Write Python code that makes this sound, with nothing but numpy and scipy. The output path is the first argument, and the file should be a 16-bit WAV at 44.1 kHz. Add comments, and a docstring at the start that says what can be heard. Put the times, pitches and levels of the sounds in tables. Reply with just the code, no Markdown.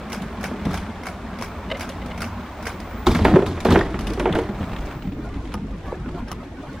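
"""Tyres hiss and a hollow hull drums: an electric scooter tows a plastic kayak on a two-wheeled cart.
The motor drive whines thinly, a wheel rubs on every turn, stones tick and the hitch creaks.
At a low kerb the tyres scrape and thump, the hull booms and bangs against the cart, and the cart's
crossbar knocks and its tubes clink. On block paving the rig slows to a creep, grit cracks under the
tyres, and a metal fitting snaps twice among the last knocks."""
import sys
import numpy as np
from scipy import signal
from scipy.fft import rfft, irfft, next_fast_len
from scipy.io import wavfile

SR = 44100
rng = np.random.default_rng(int(sys.argv[2]) if len(sys.argv) > 2 else 0)


def pcm_store(signal):
    """Save signal as 16-bit PCM."""
    levels = np.round(np.clip(np.atleast_2d(signal), -1, 1) * 32767)
    wavfile.write(sys.argv[1], SR, levels.astype(np.int16).T)


N = 299875
TIME = np.arange(N) / SR
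BLOW_TIME = TIME[:SR // 2]
ATTACK = int(.025 * SR)  # the opening samples that set a blow's level


def from_db(db):
    """Decibels to gain."""
    return 10 ** (np.asarray(db) / 20)


def rms_one(x):
    """Scale to unit rms."""
    return x / np.sqrt(np.mean(x ** 2) + 1e-20)


def in_time(rows):
    """Each column of an automation curve at every sample."""
    s, *columns = np.transpose(rows)
    return [np.interp(TIME, s, c) for c in columns]


def gain_at(points, hz):
    """Gain of an EQ curve, read on a log-frequency axis."""
    f, db = np.transpose(points)
    return from_db(np.interp(np.log(hz + 1), np.log(f), db))


def drift(rate):
    """Random wander of rms 1 that turns about rate times a second."""
    return rms_one(np.interp(TIME * rate, np.arange(N), rng.standard_normal(N)))


# stereo width of the noises: f/Hz, side against mid/dB
STEREO_WIDTH = [(40, -82), (170, -78), (350, -23.5), (700, -30), (1400, -14), (2800, -11), (5600, -1.5),
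                (10000, 0.5), (14000, 4)]
def noise(spectrum):
    """Coloured stereo noise, wider in the treble, rolled off beyond its spectrum; mid rms 1."""
    size = next_fast_len(N)
    hz = np.fft.rfftfreq(size, 1 / SR)
    skirts = 1 / (1 + (hz / spectrum[-1][0] / 2) ** 4) / (1 + (spectrum[0][0] / 2 / (hz + 1)) ** 4)
    mid, side = rfft(rng.standard_normal((2, size))) * gain_at(spectrum, hz) * skirts
    mid = irfft(mid, size)[:N]
    side = irfft(side * gain_at(STEREO_WIDTH, hz), size)[:N]
    return (mid + side * np.array([[1], [-1]])) / np.std(mid)


def patchy(x, depth_db, size, swell_share=1):
    """Random flicker: bands swell and sink on their own; a small swell_share leaves mostly dips."""
    _, s, cells = signal.stft(x, SR, nperseg=size)
    blur = np.outer([1, 2, 1], [1, 2, 1])
    field = rms_one(signal.convolve2d(rng.standard_normal(cells.shape[1:]), blur, "same"))
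    depth = np.interp(s, TIME, np.broadcast_to(depth_db, N))
    gain = from_db(depth * np.minimum(field, swell_share * field))
    return signal.istft(cells * gain / np.sqrt(np.mean(gain ** 2, axis=0)), SR, nperseg=size)[1][:, :N]


def decay(t60):
    """Fade of one blow: 60 dB in t60 seconds."""
    return np.exp(-np.log(1000) * BLOW_TIME / t60)


def dying(times, db, t60):
    """Envelope of blows whose energy adds up and dies away."""
    power = np.zeros(N)
    np.add.at(power, (np.asarray(times) * SR).astype(int), from_db(db) ** 2)
    return np.sqrt(signal.lfilter([1], [1, -from_db(-60 / (t60 * SR)) ** 2], power + 1e-20))


def soften(envelope, rise_s):
    """Round off the attacks of an envelope."""
    r = np.exp(-1 / (rise_s * SR))
    return signal.lfilter([1 - r], [1, -r], envelope)


def grains(per_s, t60, spread_db):
    """Envelope of random tiny contacts of uneven size; rms 1."""
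    sizes_db = spread_db * np.minimum(rng.exponential(1, N), 2.5)
    born = rng.random(N) < per_s / SR
    return rms_one(soften(dying(TIME[born], sizes_db[born], t60), rise_s=0.00058))


def ring(force, modes):
    """A force sets modes (f/Hz, level/dB, t60/s) ringing, with alternating signs."""
    out = 0
    for k, (hz, db, t60) in enumerate(modes):
        r, w = from_db(-60 / (t60 * SR)), 2 * np.pi * hz / SR
        mode = signal.lfilter([0, np.sin(w)], [1, -2 * r * np.cos(w), r * r], force + 1e-18)
        out = out + (-1) ** k * from_db(db) * mode
    return out


def add(out, s, sound):
    """Mix a short sound in at time s."""
    start = int(s * SR)
    out[:, start:start + sound.shape[-1]] += sound[..., :N - start]


def narrowed(x, width_db):
    """Pull in the stereo image of a close sound."""
    centre = x.mean(axis=0)
    return centre + from_db(width_db) * (x - centre)


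def to_the_right(x, lean_db):
    """Nudge a sound right: lean_db louder there, and a sample later on the left."""
    return np.array([np.roll(x[0], 1) * from_db(-lean_db / 2), x[1] * from_db(lean_db / 2)])


# colour of the tread hiss: f/Hz, level/dB
HISS_EQ = [(250, 6), (480, -2), (620, 3.5), (760, 1.5), (1050, 1), (1500, -4.5), (2000, -10), (2350, -10.5),
           (2900, -18), (4000, -21.5), (6000, -30.5), (10000, -38)]
def tyre_hiss(hiss_db, flicker_from_s=5.0, flicker_db=3.06):
    """Tread hiss; after flicker_from_s it flickers, with random dips in its bands and its level."""
    flickering = TIME > flicker_from_s
    hiss = patchy(noise(HISS_EQ), depth_db=np.where(flickering, 9, 3), size=1024, swell_share=.55)
    return hiss * from_db(hiss_db + flicker_db * flickering * drift(16))


# colour of the rumble on the street and on paving: f/Hz, level/dB
RUMBLE_STREET_EQ = [(15, -22), (28, -3), (42, -10.5), (55, 9), (68, -0.5), (90, 4.5), (118, -10.5),
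                    (170, -42)]
RUMBLE_PAVING_EQ = [(15, -8), (28, -3), (40, -4.5), (52, 9), (68, -6.5), (90, -3.5), (118, -14), (170, -32)]
def wheel_rumble(db, paved, shake):
    """The rough road shakes the wheels, harder after a jolt."""
    rumble = np.sqrt(1 - paved) * noise(RUMBLE_STREET_EQ) + np.sqrt(paved) * noise(RUMBLE_PAVING_EQ)
    return rumble * np.hypot(from_db(db), from_db(-22) * shake)


# colour of the drumming hull on the street and on paving: f/Hz, level/dB
DRUM_STREET_EQ = [(85, 0), (130, -13), (185, 2.5), (240, 1), (300, -12), (400, -12.5), (500, -23),
                  (800, -57)]
DRUM_PAVING_EQ = [(85, -4.5), (130, -4), (185, -1), (250, -3.5), (320, -6), (400, -10), (500, -17),
                  (800, -79)]
def hull_drumming(db, paved, shake):
    """Road roughness and jolts make the hollow hull drum."""
    drum = np.sqrt(1 - paved) * noise(DRUM_STREET_EQ) + np.sqrt(paved) * noise(DRUM_PAVING_EQ)
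    return patchy(drum, depth_db=3.5, size=2048) * np.hypot(from_db(db), from_db(-13.5) * shake)


# colour of fine sand: f/Hz, level/dB
SAND_EQ = [(2000, -6), (4000, 5), (5500, 7.5), (8000, 1.5), (10000, -3.5), (13000, -43), (15500, -27)]
def sand(hiss_db, paved, shake, bed_db=-64.5, follow=0.57):
    """Fine grit follows the tyre hiss and the jolts, and crunches in the joints of the paving."""
    sizzle = from_db(0.44 * drift(200)) * noise(SAND_EQ)
    crunch = np.sqrt(paved) * grains(per_s=70, t60=0.061, spread_db=6.0) * from_db(hiss_db - 26)
    bed = from_db(bed_db + follow * (hiss_db - hiss_db.mean()))
    return sizzle * np.hypot(np.hypot(bed, crunch), from_db(-46.5) * shake)


# colour of a clack on the hull: f/Hz, level/dB
CLACK_EQ = [(500, 5), (850, 5), (1300, 0.5), (2000, 0), (2500, -5), (3500, -5.5), (5000, -24.5),
            (9000, -27), (15000, -46)]
def gear_rattle(hiss_db, shake):
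    """Seat, straps and fittings tap lightly on the hull, and harder after every jolt."""
    taps = grains(per_s=90, t60=.05, spread_db=2.2) * noise(CLACK_EQ)
    taps = patchy(taps, depth_db=1.5, size=512)
    return taps * np.hypot(from_db(hiss_db - 11), from_db(-24.5) * shake)


# rolling faders, as speed and distance change: t/s, rumble/dB, drumming/dB, hiss/dB
ROLL_FADERS = [(0, -44, -33.5, -37), (0.75, -36.5, -30, -35.5), (1.0, -41.5, -37, -37.5),
               (2.25, -34, -34, -36.5), (2.55, -38.5, -43.5, -36.5), (3.05, -36, -33.5, -36.5),
               (3.9, -36, -31, -38.5), (4.1, -30, -26, -34.5), (4.45, -36, -38, -44), (4.6, -35, -31, -35),
               (4.78, -27.5, -33.5, -36), (4.93, -37, -36, -36.5), (5.0, -35, -33, -40.5),
               (5.15, -33, -34, -45), (5.53, -29.5, -35.5, -40.5), (5.65, -32, -34.5, -47),
               (5.87, -32, -39, -39.5), (5.98, -33.5, -37, -44.5), (6.15, -34.5, -34.5, -43.5),
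               (6.5, -41, -36, -45), (6.8, -41, -37, -40.5)]
def rolling(shake, paving_s=3.23, crossfade_s=.5):
    """The bed of the moving rig, crossfading from street to block paving."""
    rumble_db, drum_db, hiss_db = in_time(ROLL_FADERS)
    paved = np.clip((TIME - paving_s) / crossfade_s, 0, 1)
    lows = wheel_rumble(rumble_db, paved, shake) + hull_drumming(drum_db, paved, shake)
    return lows + tyre_hiss(hiss_db) + sand(hiss_db, paved, shake) + gear_rattle(hiss_db, shake)


# fader of the motor drive: t/s, level/dB
WHINE_FADER = [(0, -67), (0.75, -67), (0.85, -74), (1.39, -70), (1.48, -58), (1.68, -67), (2.2, -63),
               (2.85, -57), (2.98, -51), (3.08, -51.5), (3.2, -61), (3.4, -63), (3.5, -76), (4.2, -72),
               (4.28, -66), (4.62, -61), (5.03, -58), (5.29, -70)]
def motor_whine(pitch_hz=15165, waver_hz=42, fringe_db=-12, fringe_hz=130):
    """The drive switches at a very high, wavering pitch with a rough fringe, until the throttle shuts."""
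    db, = in_time(WHINE_FADER)
    phase = 2 * np.pi * np.cumsum(pitch_hz + waver_hz * drift(300)) / SR
    powered = np.clip((WHINE_FADER[-1][0] - TIME) / .04, 0, 1)
    rough = 1 + from_db(fringe_db) * drift(2 * fringe_hz)
    return powered * from_db(db) * rough * np.sin(phase + np.array([[.7], [-.7]]))


# colour of the open street: f/Hz, level/dB
STREET_EQ = [(350, 5.5), (1000, -3.5), (2000, -3.5), (4000, -12.5), (8000, -29.5)]
def street(db=-49):
    """A faint, even ambience, different at each ear."""
    return from_db(db) * np.array([noise(STREET_EQ).mean(axis=0) for _ in range(2)])


def scuffs(s, db, low_eq, high_eq, low_db, t60, tail_t60, tail_db, low_tail_db, rise_s):
    """Short gritty contacts in a low and a high band, with shifting colour and a faint tail."""
    high = np.hypot(dying(s, db, t60), dying(s, db + tail_db, tail_t60))
    low = np.hypot(dying(s, db + low_db, t60=0.026), dying(s, db + low_db + low_tail_db, t60=0.2))
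    high, low = soften([high, low], rise_s)
    scuff = from_db(-6.0) * high * noise(high_eq) + low * noise(low_eq)
    return patchy(scuff * from_db(0.86 * drift(700)), depth_db=3.5, size=256)


# one rub per wheel turn: t/s, level/dB
WHEEL_TURNS = [(0.129, -23), (0.439, -23), (0.74, -24.5), (1.066, -26), (1.422, -24.5), (1.807, -23),
               (2.2177, -22.5), (2.668, -23)]
# catches within a rub: offset from the main catch/turns, level/dB
RUB_CATCHES = [(-.096, -9), (-.03, -5), (0, 0.5), (.025, -8.5), (.055, -8.5), (.1, -19)]
# low and high band of the rub: f/Hz, level/dB
RUB_LOW_EQ = [(700, 5), (1100, 2), (1550, 4.5), (1850, -5.5), (2200, 3.5), (2700, -12), (3400, -15.5),
              (4200, -21), (6000, -22)]
RUB_HIGH_EQ = [(2500, 9.5), (4200, 3), (5400, 7.5), (6500, 1.5), (7400, -3.5), (8900, -4), (9900, 1.5),
               (11200, -8), (13000, -5), (14500, -11), (16000, -11)]
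def wheel_rub():
    """The same run of sharp catches comes on every turn, drawn out as the wheel slows."""
    periods = np.gradient([s for s, _ in WHEEL_TURNS])
    catches = [(s + offset * period, db + catch_db)
               for (s, db), period in zip(WHEEL_TURNS, periods) for offset, catch_db in RUB_CATCHES]
    return scuffs(*np.transpose(catches), RUB_LOW_EQ, RUB_HIGH_EQ, low_db=0.5,
                  t60=0.024, tail_t60=0.23, tail_db=-11.5, low_tail_db=-9.0, rise_s=0.0013)


# lone ticks: t/s, level/dB
TICK_CUES = [(0.2196, -30.5), (0.652, -27.5), (0.774, -27), (1.8903, -25.5), (2.0592, -34), (2.8003, -32),
             (3.603, -24.5), (3.99, -26.5), (4.008, -29), (4.069, -23.5), (4.101, -32), (4.134, -28),
             (4.195, -24.5), (4.3854, -29), (6.281, -36.5)]
# low band of ticks and scrapes, and high band of ticks: f/Hz, level/dB
STONE_LOW_EQ = [(600, 3), (1100, 6.5), (1550, -2.5), (1850, -9), (2200, 3), (2600, -11.5), (3400, -2),
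                (4200, -11), (6000, -18)]
TICK_HIGH_EQ = [(2500, 10.5), (4200, 4), (5300, 2.5), (6500, -1), (7400, -6.5), (8900, -5.5), (9900, -2.5),
                (11200, -9), (13000, -18), (13900, -12), (14900, -25), (16000, -14)]
def ticks():
    """Stones and fittings tick, short and thin."""
    return scuffs(*np.transpose(TICK_CUES), STONE_LOW_EQ, TICK_HIGH_EQ, low_db=-5.5,
                  t60=0.039, tail_t60=0.36, tail_db=-13.5, low_tail_db=-10.0, rise_s=0.001)


def hull_blows(times, levels_db, tops_hz, spectrum, modes, t60, rise_s, wash_db, tail_db):
    """One register of the hull: clear modes, struck anew by each blow, over a fast-dying noise wash."""
    hz, mode_db, mode_t60 = np.transpose(modes)
    rings = np.sin(2 * np.pi * hz[:, None] * BLOW_TIME) * decay(mode_t60[:, None])
    fade = decay(t60) + from_db(tail_db) * decay(0.46)
    dense, out = noise(spectrum), np.zeros((2, N))
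    for s, db, top_hz in zip(times, levels_db, tops_hz):
        strengths = from_db(mode_db + rng.normal(0, 2.0, len(hz))) * rng.choice([-1, 1], len(hz))
        clear = strengths @ rings / np.linalg.norm(strengths)
        wash = dense.take(int(s * SR) + np.arange(len(fade)), axis=1, mode="wrap") * fade
        blow = clear + from_db(wash_db) * wash / np.std(wash[:, :ATTACK])
        blow = blow * (1 - np.exp(-BLOW_TIME / rise_s))  # the plastic gives before it rings
        blow = signal.lfilter(*signal.butter(2, top_hz, fs=SR), blow)  # a softer contact is duller
        add(out, s, from_db(db) * blow / np.std(blow[:, :ATTACK]))
    return out


def struck_notes(times, levels_db, pitches_hz, t60, rise_s):
    """Each blow sets the spot that it lands on swinging at its own pitch."""
    out = np.zeros((2, N))
    envelope = decay(t60) * (1 - np.exp(-BLOW_TIME / rise_s))
    for s, db, hz in zip(times, levels_db, pitches_hz):
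        note = envelope * np.sin(2 * np.pi * hz * BLOW_TIME)
        add(out, s, from_db(db) * note / np.std(note[:ATTACK]))
    return out


CONTACT_HZ = 2430  # low-pass corner of a blow of neutral hardness
# modes of the kayak on its cart: f/Hz, level/dB, t60/s
HULL_MODES = [(88, -4.5, 0.46), (136.5, -7.5, 0.58), (171.4, 1, 0.2), (218, -9, 0.2), (245, -2, 0.16),
              (303, 1.5, 0.48), (335, 3, 0.23), (364.5, 5.5, 0.11), (391.6, 2, 0.26), (456.3, 2, 0.25),
              (500, -2, 0.11), (606, -6.5, 0.23), (830, -12, 0.05), (916, -10, 0.072), (1190, -18, 0.18),
              (1270, 22, 0.035), (1414, 12, 0.12), (1720, -4, 0.058), (1900, -20, 0.075), (2350, -6, 0.044),
              (2444, 20, 0.034), (2930, 17, 0.037)]
# hull hits: t/s, level/dB, hardness (clack against body)/dB, panel note/Hz
KNOCK_CUES = [(0.513, -30, -10, 240), (0.669, -31.5, -19, 286), (2.666, -42, 6.5, 420),
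              (3.069, -14.5, -6, 349), (3.113, -29, -8, 332), (3.154, -31.5, 1, 352),
              (3.189, -24, -7.5, 312), (3.250, -14.5, -2, 290), (3.281, -21.5, -9, 320),
              (3.312, -20.5, -30, 318), (3.338, -24.5, -7.5, 298), (3.358, -11.5, -12.5, 380),
              (3.367, -16.5, -12, 433), (3.388, -26, -21, 404), (3.422, -20.5, -15, 413),
              (3.574, -36, -2.5, 350), (3.653, -16, -7.5, 384), (3.665, -28, -3, 395),
              (3.685, -27, -5, 420), (3.697, -26, -12, 400), (3.712, -22.5, -4, 366),
              (3.726, -24, -14, 445), (3.747, -23, -6, 336), (3.757, -18, -1.5, 382),
              (3.772, -18, -28, 394.6), (3.790, -33, -10, 366), (3.808, -37, -2, 320), (3.863, -53, 4, 374),
              (3.942, -32.5, -1.5, 383), (4.175, -29, -7, 385), (4.197, -27, -0.5, 420),
              (4.207, -20.5, -23, 356), (4.256, -20, -2.5, 460), (4.272, -19.5, -17, 380),
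              (4.290, -43, 2, 397), (4.335, -31.5, -2.5, 415), (4.353, -22.5, -4, 329),
              (4.364, -26.5, -26, 384), (4.387, -22.5, -9, 458), (4.487, -30.5, -11.5, 394),
              (5.13, -41, -22, 345), (5.166, -47, -28, 307), (5.543, -35.5, -5, 486),
              (5.926, -32, -31, 376), (6.059, -40, -4, 291)]
# chatter before the parts settle: delay/s, level/dB
KNOCK_CHATTER = [(0, -0.5), (0.0035, -10.5), (0.013, -23)]
# colour of a knock's body: f/Hz, level/dB
BODY_EQ = [(190, -25), (280, -8), (370, 4.5), (480, -11), (610, -4.5), (760, -8), (1200, -28)]
def hull_knocks(hardness_db_per_octave=10):
    """The hull hits the cart with a woody body and a chattering clack; harder hits are brighter."""
    s, db, hardness_db, panel_hz = np.transpose(KNOCK_CUES)
    tops_hz = np.clip(CONTACT_HZ * 2 ** (hardness_db / hardness_db_per_octave), 800, 12000)
    body = hull_blows(s, db - 4.5, tops_hz, BODY_EQ, HULL_MODES[4:12],
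                      t60=0.12, rise_s=0.00073, wash_db=-7.5, tail_db=-14.0)
    body += struck_notes(s, db - 4, panel_hz, t60=0.14, rise_s=0.00055)
    contacts = [(at + delay, level + loss_db, top_hz)
                for at, level, top_hz in zip(s, db + hardness_db, tops_hz)
                for delay, loss_db in KNOCK_CHATTER]
    clack = hull_blows(*np.transpose(contacts), CLACK_EQ, HULL_MODES[12:],
                       t60=0.024, rise_s=0.0007, wash_db=-2.5, tail_db=-22.5)
    return (to_the_right(narrowed(body, width_db=-18), lean_db=0.2)
            + to_the_right(narrowed(clack, width_db=-6), lean_db=1.8))


# drops over seams, kerb and joints: t/s, level/dB, thump against boom/dB, boom note/Hz
BUMP_CUES = [(0.513, -31, -15, 235), (0.654, -24.5, -12, 188), (0.668, -18.5, -8, 181),
             (3.07, -19.5, -3, 238), (3.09, -22, 8, 204), (3.108, -21, -3, 138), (3.152, -19, -12, 169),
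             (3.213, -18.5, 3, 214), (3.251, -14, -5, 239), (3.323, -15, -14, 204), (3.336, -13, -16, 164),
             (3.385, -33, -8, 220), (3.465, -31.5, 11, 180), (3.655, -17, -16, 214),
             (3.685, -17.5, -3, 186), (3.707, -15.5, 2, 237), (3.73, -13.5, -8, 168),
             (3.942, -25.5, -4.5, 201), (4.303, -22.5, -6, 172), (4.345, -32.5, 9, 191),
             (4.489, -27, -10, 199), (4.608, -24.5, 1, 185), (5.07, -25, -4, 195), (5.119, -28.5, -14, 290),
             (5.164, -28, -17, 240), (5.185, -31, -18, 312), (5.246, -31, -12, 200),
             (5.358, -33.5, 6.5, 270), (5.542, -30.5, -6, 201), (5.64, -30.5, -8, 230),
             (6.067, -29, -14, 263), (6.14, -30.5, -4, 169), (6.22, -29, -3, 222)]
# colour of the hull's boom: f/Hz, level/dB
BOOM_EQ = [(85, -26), (130, 0), (175, -2.5), (250, 0.5), (380, -14.5)]
def bumps(tyre_hz=85.6):
    """A tyre thuds and bounces on its air, and the hollow hull answers with a boom."""
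    s, db, thump_db, boom_hz = np.transpose(BUMP_CUES)
    tops_hz = np.full(len(s), CONTACT_HZ)
    thud = hull_blows(s, db + thump_db - 3, tops_hz, RUMBLE_STREET_EQ, HULL_MODES[:1],
                      t60=0.032, rise_s=0.0043, wash_db=2.0, tail_db=-23)
    bounce = struck_notes(s, db + thump_db - 10.5, np.full(len(s), tyre_hz), t60=.12, rise_s=.004)
    boom = hull_blows(s, db - 8, tops_hz, BOOM_EQ, HULL_MODES[1:4],
                      t60=0.042, rise_s=0.00078, wash_db=2.0, tail_db=-13.5)
    boom += struck_notes(s, db - 3, boom_hz, t60=0.12, rise_s=0.0037)
    return narrowed(thud + bounce + boom, width_db=-24)


def shaking(t60=0.78):
    """How hard the rig shakes: every bump and knock adds to it, and it dies away."""
    s, db, *_ = np.transpose(BUMP_CUES + KNOCK_CUES)
    return soften(dying(s, db, t60), rise_s=0.0097)


# tyre scrapes: t/s, level/dB
SCRAPE_CUES = [(0.706, -33), (0.748, -38), (3.061, -27), (3.0667, -19), (3.114, -25), (3.148, -21),
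               (3.245, -22.5), (3.462, -26), (3.648, -22), (3.704, -21), (3.721, -24), (4.349, -28.5),
               (4.383, -43)]
# high band of a scrape: f/Hz, level/dB
SCRAPE_HIGH_EQ = [(2500, 9), (4000, 11), (6500, 1), (9000, -8.5), (12000, -8.5), (16000, -30)]
def tyre_scrapes():
    """The tyres scrape over grit and the kerb, with a long gritty tail."""
    scrapes = scuffs(*np.transpose(SCRAPE_CUES), STONE_LOW_EQ, SCRAPE_HIGH_EQ, low_db=2.5,
                     t60=0.027, tail_t60=0.51, tail_db=-8.5, low_tail_db=-8.5, rise_s=0.0019)
    return to_the_right(narrowed(scrapes, width_db=-3.5), lean_db=0)


def press(s, length_s):
    """Half-sine swell of pressure, starting at time s."""
    return np.sin(np.pi * np.clip((TIME - s) / length_s, 0, 1))


# creaks of the hitch: t/s, level/dB, length/s
CREAK_CUES = [(1.697, -32.5, 0.013), (1.7106, -25, 0.016), (1.74, -35.5, 0.025), (1.897, -36, 0.0092),
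              (2.013, -39.5, 0.017), (2.105, -36, 0.021)]
# modes of the hitch: f/Hz, level/dB, t60/s
HITCH_MODES = [(546, 0.5, 0.065), (644, 0, 0.026), (1210, -1, 0.008), (1630, -6, 0.014), (2080, -1, 0.029),
               (2340, -3.5, 0.0085), (2960, 0.5, 0.013), (3660, -9, 0.021), (3910, -3.5, 0.0068)]
def hitch_creak(slips_per_s=290):
    """The hitch slips in quick uneven runs, each a short creak or clink."""
    pressure = sum(from_db(db) * press(s, length_s) for s, db, length_s in CREAK_CUES)
    slip_count = np.cumsum(slips_per_s * np.exp(0.35 * drift(300))) / SR
    slips = np.diff(np.floor(slip_count), prepend=0) + 0.074 * rng.standard_normal(N)
    return ring(slips * pressure, HITCH_MODES)


# crossbar hits: t/s, level/dB, note/Hz, note against hit/dB, note t60/s
CROSSBAR_CUES = [(1.717, -26.5, 564, 0.5, 0.11), (3.2505, -12, 624, -8, 0.035),
                 (3.358, -14.5, 501, -4, 0.075), (3.653, -19, 630, -12, 0.076),
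                 (4.257, -22, 612, -11, 0.06), (5.5415, -31, 904, -6, 0.031), (5.544, -40, 1226, 1, 0.11),
                 (5.9211, -39.5, 860, 3, 0.014), (5.9266, -39, 488, 9, 0.019),
                 (6.325, -37.5, 1180, -0.5, 0.023)]
# colour of the wood: f/Hz, level/dB
WOOD_EQ = [(330, 4), (440, 11), (540, 1), (660, 7), (850, -21), (1000, -9), (1250, -18), (1500, -2),
           (2200, -14), (3000, -28)]
def crossbar_knocks(t60=0.028):
    """The cart's wooden crossbar knocks drily, with a hollow note that the load damps more or less."""
    s, db, *_ = np.transpose(CROSSBAR_CUES)
    blow = soften(np.hypot(dying(s, db, t60), dying(s, db - 13, t60=0.093)), rise_s=0.0009)
    notes = sum(struck_notes([at], [level + note_db], [hz], note_t60, rise_s=0.001)
                for at, level, hz, note_db, note_t60 in CROSSBAR_CUES)
    return to_the_right(narrowed(blow * noise(WOOD_EQ), width_db=-4) + notes, lean_db=0.5)


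# clinks of the cart frame: t/s, level/dB, f/Hz, t60/s
CLINK_CUES = [(3.721, -22, 3530, 0.028), (3.79, -22, 3600, 0.02), (3.81, -14.5, 1780, 0.025),
              (4.326, -24, 3400, 0.03)]
def frame_clinks():
    """Brief, dull metallic clacks, each strongest round the pitch of its tube."""
    out = np.zeros((2, N))
    for s, db, hz, t60 in CLINK_CUES:
        tube_eq = [(0.34 * hz, -9), (0.7 * hz, -9), (hz, 0), (1.13 * hz, -11), (1.35 * hz, -25)]
        out += soften(dying([s], db, t60), rise_s=0.00061) * noise(tube_eq)
    return out


# grit cracking on the paving: t/s, level/dB
POP_CUES = [(4.4892, -29), (4.555, -38), (4.64, -31), (4.716, -34), (4.732, -29.5), (4.762, -28),
            (4.786, -31.5), (4.869, -34), (4.888, -33), (4.910, -30), (4.924, -35), (4.948, -39),
            (5.022, -32), (5.120, -36), (5.340, -35), (5.452, -37), (5.473, -35), (5.518, -33),
            (5.528, -35), (5.858, -40), (6.088, -34), (6.145, -40), (6.433, -41)]
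# colour of a crack: f/Hz, level/dB
POP_EQ = [(900, 7), (1600, 6), (2400, 4), (3800, -1.5), (5500, -14), (8500, -21), (12000, -30)]
def grit_pops(t60=0.032):
    """A grain bursts under a tyre in a short splintering crack."""
    burst = soften(dying(*np.transpose(POP_CUES), t60), rise_s=0.0011)
    splinters = from_db(-3.0 + 2.7 * drift(1500))
    return patchy(burst * splinters * noise(POP_EQ), depth_db=1.5, size=256)


# snaps of a metal fitting: t/s, level/dB
SNAP_CUES = [(5.5403, -23.5), (6.316, -20)]
# colour of the snap: f/Hz, level/dB
SNAP_EQ = [(500, 2), (1200, 2), (1800, -7), (2300, -8), (2900, -3), (4300, -15), (5300, -6), (6600, -12),
           (7800, -33), (9100, -48), (9800, -1.5), (10800, -24), (13700, -18), (15500, -26)]
# modes of the fitting: f/Hz, level/dB, t60/s
FITTING_MODES = [(1330, -3, 0.05), (2150, 0, 0.031), (2920, 1, 0.02), (5270, -11, 0.016),
                 (6250, -17, 0.018)]
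def fitting_snaps(t60=0.027, bounce_s=0.013, bounce_db=-9):
    """A metal fitting snaps home, rings briefly and bounces once."""
    s, db = np.transpose(SNAP_CUES)
    contact = np.hypot(dying(s, db, t60), dying(s + bounce_s, db + bounce_db, t60=0.011))
    force = np.zeros(N)
    force[(s * SR).astype(int)] = from_db(db - 12.0)
    return from_db(-4.5) * contact * noise(SNAP_EQ) + ring(force, FITTING_MODES)


def fitting_squeak(start_s=6.276, length_s=0.022, db=-47, pitch_hz=5290, flutter_hz=40):
    """A faint, thin squeak of metal on metal just before the last snap."""
    phase = 2 * np.pi * np.cumsum(pitch_hz + flutter_hz * drift(500)) / SR
    return from_db(db) * press(start_s, length_s) * np.sin(phase + np.array([[.6], [-.6]]))


def scene():
    """The whole rig, close by in the open street."""
    bed = rolling(shaking()) + motor_whine() + street()
    wheels = wheel_rub() + ticks() + bumps() + tyre_scrapes() + grit_pops()
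    load = hull_knocks() + hitch_creak() + crossbar_knocks() + frame_clinks()
    return bed + wheels + load + fitting_snaps() + fitting_squeak()


def record(dry, mono_below_hz=190, cutoff_hz=15750):
    """The bass is made mono; peaks clip at full scale; the very top is cut."""
    mid = dry.mean(axis=0)
    hz = np.fft.rfftfreq(N, 1 / SR)
    side = irfft(rfft(dry - mid) * (1 - 1 / (1 + (hz / mono_below_hz) ** 4)), N)
    low_pass = signal.ellip(10, .1, 80, cutoff_hz, fs=SR, output="sos")
    return signal.sosfilt(low_pass, np.clip(mid + side, -1, 1))


dry = scene()
out = record(dry)
pcm_store(out)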